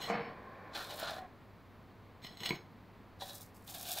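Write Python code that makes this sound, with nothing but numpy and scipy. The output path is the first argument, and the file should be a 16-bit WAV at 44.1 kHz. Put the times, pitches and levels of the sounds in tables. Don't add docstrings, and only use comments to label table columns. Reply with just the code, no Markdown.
import sys
import numpy as np
from scipy import signal
from scipy.fft import rfft, irfft
from scipy.io import wavfile
from scipy.ndimage import uniform_filter1d

SR = 44100
rng = np.random.default_rng(int(sys.argv[2]) if len(sys.argv) > 2 else 0)


def persist_wave(psi):
    counts = np.round(np.clip(psi, -1, 1) * 32767).astype(np.int16)
    wavfile.write(sys.argv[1], SR, np.atleast_2d(counts).T)


N = 176400
T = np.arange(N) / SR

# pitch in Hz, level in dB, seconds to fade by 60 dB.
TRAY_MODES = [(567, -18, 0.11), (647, -6, 0.046), (681, 4.5, 0.13), (774, -3, 0.065), (852, -16.5, 0.086),
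              (1497, -19, 0.056), (1667, -9, 0.064)]


def tray_scrapes():
    # time in seconds, level in dB.
    crossing = [(0.71, -82), (0.752, -46), (0.806, -52.5), (0.828, -49), (0.874, -61), (0.914, -48),
                (0.956, -63), (0.992, -50), (0.996, -47), (1.064, -52), (1.086, -46.5), (1.19, -60),
                (1.23, -96), (1.25, -73)]
    landing = [(3.185, -85), (3.21, -46), (3.252, -61), (3.292, -52.5), (3.374, -65.5), (3.396, -71),
               (3.412, -64), (3.458, -83)]
    push = [(3.655, -89), (3.682, -52), (3.734, -61.5), (3.749, -50), (3.8, -53.5), (3.845, -56),
            (3.89, -45), (3.928, -50), (3.95, -50), (3.98, -45.5), (4.0, -46)]
    mid_curves = [
        [(0.735, -57), (0.76, -50.5), (0.79, -53), (0.812, -48), (0.835, -56), (0.86, -62), (0.92, -59),
         (0.965, -71), (0.99, -53.5), (1.04, -48.5), (1.09, -47), (1.13, -54), (1.17, -52.5), (1.22, -80)],
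    ]
    # frequency in Hz, level in dB.
    crossing_colour = [(120, -9.5), (250, -4), (480, -4.5), (650, 7), (900, 2), (1200, -10.5), (1780, -5),
                       (2050, -6), (2900, -2.5), (3400, 1.5), (3850, 2), (4130, 4.5), (4500, -1),
                       (4900, -9), (5120, -3), (5400, -9), (8000, -17), (15000, -28)]
    landing_colour = [(200, -16), (470, -9), (565, 5.5), (660, -1), (770, 13.5), (930, -5), (1100, -6),
                      (1550, -4), (1780, 0), (2000, -21), (2600, -5.5), (3200, -6), (3390, 8), (3600, -0.5),
                      (3870, 10.5), (4400, -2), (5000, -3), (15000, -24)]
    push_colour = [(200, -25), (450, -15.5), (680, 10.5), (800, 8), (930, -12), (1500, -4), (1690, 0.5),
                   (1950, -14.5), (2430, -1.5), (3000, -0.5), (3420, 5.5), (4300, 1), (6000, -8.5),
                   (15000, -17)]
    mid_colour = [(800, -20), (1250, 0.5), (1450, 3), (1560, 2), (1650, -2), (1780, 1), (2050, -27),
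                  (4000, -37)]
    slips = grains(per_s=2200, spread_db=1) * flicker(rate_hz=43, depth_db=2)
    rasp = from_db(3.5) * colour(slips * level(crossing), crossing_colour)
    rasp += from_db(2) * colour(slips * level(landing), landing_colour)
    rasp += from_db(1.5) * colour(slips * level(push), push_colour)
    ringing = from_db(-26) * rubbed(slips * level(crossing, push), TRAY_MODES)
    mid_rasp = colour(grains(per_s=2200, spread_db=1) * level(*mid_curves), mid_colour)
    return rasp + mid_rasp + ringing


def tray_knocks():
    # start in seconds, level in dB, a number that multiplies the tray's pitches.
    knocks = [(0.748, -62.5, 2.3), (0.924, -50.5, .9), (0.978, -52, 0.89), (1.028, -45.5, .96),
              (1.096, -44, .99), (1.118, -42.5, 0.94), (1.168, -46.5, 0.93), (1.183, -50, 1.11),
              (1.22, -58, 1.05), (3.221, -44.5, 1.13), (3.89, -57, 0.94), (3.912, -67, 1),
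              (3.963, -51, 0.91), (3.976, -45, 1.09)]
    sound = np.zeros(N)
    for start, knock_db, ratio in knocks:
        modes = [(hz * ratio, db, t60) for hz, db, t60 in TRAY_MODES]
        sound += struck([(start, knock_db)], modes, spread_db=4.5)
    return filtered(sound, "high", hz=300)


def foil():
    # time in seconds, level in dB.
    first_pass = [(0.72, -96), (0.754, -56), (0.888, -61.5), (0.974, -52), (0.982, -59), (0.996, -47.5),
                  (1.082, -68), (1.088, -60), (1.188, -68.5), (1.25, -90)]
    second_pass = [(3.185, -85), (3.207, -60), (3.26, -56.5), (3.325, -55), (3.346, -50.5), (3.394, -59),
                   (3.425, -53.5), (3.47, -67), (3.532, -86), (3.546, -64), (3.57, -63.5), (3.595, -72),
                   (3.63, -65.5), (3.65, -68), (3.695, -49.5), (3.73, -52.5), (3.86, -50.5), (3.905, -43.5),
                   (3.935, -45), (3.947, -52), (3.985, -45), (4.0, -49)]
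    snap_times = [(0.75, -37), (0.9995, -29), (3.3424, -45), (3.4092, -31), (3.6991, -29.5), (3.749, -24),
                  (3.7829, -27), (3.8113, -23.5), (3.8298, -23), (3.879, -25), (3.9175, -18.5),
                  (3.9352, -17.5), (3.9375, -27), (3.987, -19.5)]
    # frequency in Hz, level in dB.
    foil_colour = [(800, -17), (2500, -24), (4800, 3.5), (7000, 3.5), (10000, 3.5), (13300, 6.5),
                   (15800, 2)]
    creases = grains(per_s=2200, spread_db=3.5) * flicker(rate_hz=140, depth_db=2)
    crinkle = scatter(from_db(0.5) * creases * level(first_pass, second_pass), t60=0.012)
    snaps = from_db(-14.5) * bursts(snap_times, t60=0.012)
    return colour(crinkle + snaps, foil_colour)


# pitch in Hz, level in dB under the bare blade, level in dB under a roll,
# seconds to fade by 60 dB.
PLATE_MODES = [(1940, -8, -5, 0.22), (2988, -7, 15, 0.082), (3340, -13.5, -21, 0.053),
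               (3295, -17.5, -6, 0.065), (3600, -17, -12, .1), (4081, -6.5, 7, 0.24),
               (4117, -5, -29, 0.085), (4510, -17, 8.5, 0.21), (5281, -10, 5.5, 0.15),
               (6536, -9.5, -22, 0.23), (7960, -13.5, -21, 0.1), (9680, -20.5, -37, 0.028),
               (11450, -18.5, -47, 0.17), (13400, -12.5, -40, .11), (15574, -20, -50, .08)]


def plate():
    # time in seconds, level in dB.
    slides = [
        [(0, -55.5), (0.022, -44.5), (0.04, -47), (0.06, -48.5), (0.1, -63), (0.15, -69)],
        [(2.218, -62), (2.232, -57.5), (2.26, -61), (2.3, -64), (2.36, -66), (2.39, -62), (2.405, -49),
         (2.428, -54), (2.44, -56), (2.46, -35), (2.478, -52), (2.497, -52.5), (2.515, -68.5), (2.56, -53)],
    ]
    tap_times = [(0.036, -45), (2.2418, -46), (2.2465, -42.5), (2.262, -65), (2.267, -43), (2.334, -60),
                 (2.3714, -47), (2.4044, -42), (2.4333, -34.5), (2.451, -48), (2.4735, -61),
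                 (2.4907, -31.5)]
    # frequency in Hz, level in dB.
    grit_colour = [(200, -16), (700, 2.5), (1600, -30), (2050, 18), (2550, 0), (3300, 18), (3850, 6),
                   (4150, 5.5), (4900, -3), (6000, -2), (6400, 4), (7200, -15.5), (8800, -20.5),
                   (15000, -19)]
    pair_gap = 0.0057
    pairs = [(hz * (1 + side * pair_gap / 2), db - 6.5, t60)
             for hz, db, _, t60 in PLATE_MODES for side in (-1, 1)]
    pressed = [(hz, db, 0.03) for hz, db, _, _ in PLATE_MODES]
    skid = grains(per_s=2500, spread_db=1.8) * flicker(rate_hz=90, depth_db=1.2) * level(*slides)
    taps = bursts(tap_times, t60=0.025)
    grit = colour(from_db(-4.5) * skid + from_db(-5) * taps, grit_colour)
    clack = rubbed(from_db(-7.5) * skid + from_db(-5.5) * taps, pressed)
    china = from_db(-7) * rubbed(skid, pairs) + from_db(-9) * struck(tap_times, pairs, spread_db=1.5)
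    return grit + clack + china + from_db(-5) * scatter(china, t60=0.15)


def rolls():
    # time in seconds, level in dB.
    rub_curves = [
        [(0, -57), (0.07, -50.5), (0.105, -32), (0.125, -41), (0.145, -37.5), (0.185, -40), (0.22, -42.5),
         (0.26, -50.5), (0.34, -58)],
        [(2.42, -51), (2.47, -51), (2.51, -48), (2.55, -56), (2.62, -65)],
    ]
    crust_curve = [(0, -61), (0.03, -64), (0.07, -67), (0.1, -55), (0.15, -90)]
    # frequency in Hz, level in dB.
    rub_colour = [(70, -31.5), (130, 4), (230, 8), (330, -4), (470, 12), (560, 0.5), (680, 8.5),
                  (1020, 1.5), (1350, -3), (2200, 0), (2800, -8), (3600, -18.5), (4550, -12.5), (5000, -33),
                  (6400, -33), (12000, -95)]
    crust_colour = [(2000, -9), (6500, 14), (8800, 0), (10300, 2), (11800, -10), (13800, -6), (15800, -6)]
    rub = grains(per_s=1800, spread_db=2) * level(*rub_curves)
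    china = rubbed(rub, [(hz, db, t60) for hz, _, db, t60 in PLATE_MODES])
    crust = colour(grains(per_s=2200, spread_db=3) * level(crust_curve), crust_colour)
    return colour(rub, rub_colour) + from_db(-20) * china + crust


def thumps():
    # start in seconds, level in dB.
    blows = [(0.1055, -36.5), (2.2465, -52), (2.308, -54), (2.412, -45.5), (2.5075, -32), (2.53, -45)]
    # pitch in Hz, level in dB, seconds to fade by 60 dB.
    modes = [(180, -6, .1), (228, 2.5, 0.023), (355, -2.5, 0.037), (419, -2.5, 0.086), (645, -9, .04),
             (1000, -11, 0.029), (2210, -13, .015)]
    return filtered(struck(blows, modes, spread_db=6), "high", hz=120, order=2)


def background():
    # time in seconds, level in dB.
    rush_curve = [(0, -49), (0.3, -52), (0.5, -53), (0.7, -52.5), (1.0, -57.5), (1.25, -56), (1.45, -85)]
    # frequency in Hz, level in dB.
    rush_colour = [(80, -13.5), (200, -4), (450, -1.5), (800, 0), (940, -7), (1060, 6.5), (1250, -10),
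                   (1600, -4.5), (1820, -6), (2050, -11.5), (2420, -11.5), (2700, -23.5), (4500, -27.5),
                   (7000, -55)]
    room_colour = [(12, -9), (28, -16.5), (55, -4.5), (95, -6), (130, -7), (220, -3.5), (320, -10),
                   (640, -13.5), (900, -14), (1050, -13), (1300, -18), (2300, -23.5), (2900, -29),
                   (4400, -31.5), (5500, -39.5), (9500, -47.5), (10700, -48.5), (11200, -39), (11800, -44),
                   (15500, -40.5)]
    centre, side = (from_db(-57.5) * colour(rng.standard_normal(N), room_colour) for _ in range(2))
    side = from_db(-9.5) * filtered(side, "band", hz=[75, 240])
    hum_hz = 100.5
    tone = np.sin(2 * np.pi * hum_hz * T + 0.7 * drift(rate_hz=9))
    hum = from_db(-64) * rms_one(tone * flicker(rate_hz=8.9, depth_db=1.5))
    rush = level(rush_curve) * colour(rng.standard_normal(N), rush_colour)
    return centre + hum + rush + side * np.array([[1], [-1]])


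def from_db(db):
    return 10 ** (np.asarray(db) / 20)


def rms_one(x):
    return x / np.sqrt(np.mean(x ** 2) + 1e-20)


def level(*curves):
    return sum(from_db(np.interp(T, *np.transpose(curve), left=-200, right=-200)) for curve in curves)


def drift(rate_hz):
    step = 40
    r = np.exp(-2 * np.pi * rate_hz * step / SR)
    slow = signal.lfilter([1], [1, -2 * r, r * r], rng.standard_normal(N // step + 2002))[2000:]
    return np.interp(np.arange(N) / step, np.arange(len(slow)), rms_one(slow))


def flicker(rate_hz, depth_db):
    return rms_one(from_db(depth_db * drift(rate_hz)))


def filtered(x, keep, hz, order=1):
    return signal.sosfilt(signal.butter(order, hz, keep, fs=SR, output="sos"), x)


def colour(x, points):
    size = 4096
    hz, db = np.transpose(points)
    bins_hz = np.fft.rfftfreq(size, 1 / SR)
    gain = rms_one(from_db(np.interp(np.log(bins_hz + 1), np.log(hz), db)))
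    cepstrum = irfft(np.log(gain))
    cepstrum[1:size // 2] *= 2
    cepstrum[size // 2 + 1:] = 0
    return signal.fftconvolve(x, irfft(np.exp(rfft(cepstrum))))[:N]


def grains(per_s, spread_db):
    sizes = from_db(spread_db * np.minimum(rng.exponential(1, N), 4)) * rng.choice([-1, 1], N)
    return rms_one(sizes * (rng.random(N) < per_s / SR))


def clicks(rows, spread_db=0):
    starts, db = np.transpose(rows)
    sound = np.zeros(N)
    sound[(starts * SR).astype(int)] = from_db(db + spread_db * rng.standard_normal(len(starts)))
    return sound


def bursts(rows, t60):
    fades = signal.lfilter([1], [1, -from_db(-60 / (t60 * SR))], clicks(rows) + 1e-18)
    return fades * rng.standard_normal(N)


def ring(x, hz, t60):
    decay, angle = from_db(-60 / (t60 * SR)), 2 * np.pi * hz / SR
    return signal.lfilter([0, np.sin(angle)], [1, -2 * decay * np.cos(angle), decay ** 2], x + 1e-18)


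def struck(rows, modes, spread_db):
    return sum(from_db(db) * ring(clicks(rows, spread_db), hz, t60) for hz, db, t60 in modes)


def rubbed(friction, modes):
    ringing = sum(from_db(db) * rms_one(ring(friction, hz, t60)) for hz, db, t60 in modes)
    return np.std(friction) * rms_one(ringing)


def scatter(x, t60):
    spectrum = rfft(rng.standard_normal(SR // 2) * from_db(-60 * T[:SR // 2] / t60))
    spectrum /= np.sqrt(uniform_filter1d(abs(spectrum) ** 2, size=150))
    return signal.fftconvolve(x, irfft(spectrum)[:SR // 3])[:N]


def scene():
    near = tray_scrapes() + tray_knocks() + foil() + plate() + rolls() + thumps()
    echo = filtered(scatter(near, t60=0.21), "low", hz=4960)
    return near + from_db(-3.5) * echo + background()


def record(dry):
    cutoff_hz = 15700
    return signal.sosfilt(signal.ellip(12, .1, 80, cutoff_hz, fs=SR, output="sos"), dry)


dry = scene()
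out = record(dry)
persist_wave(out)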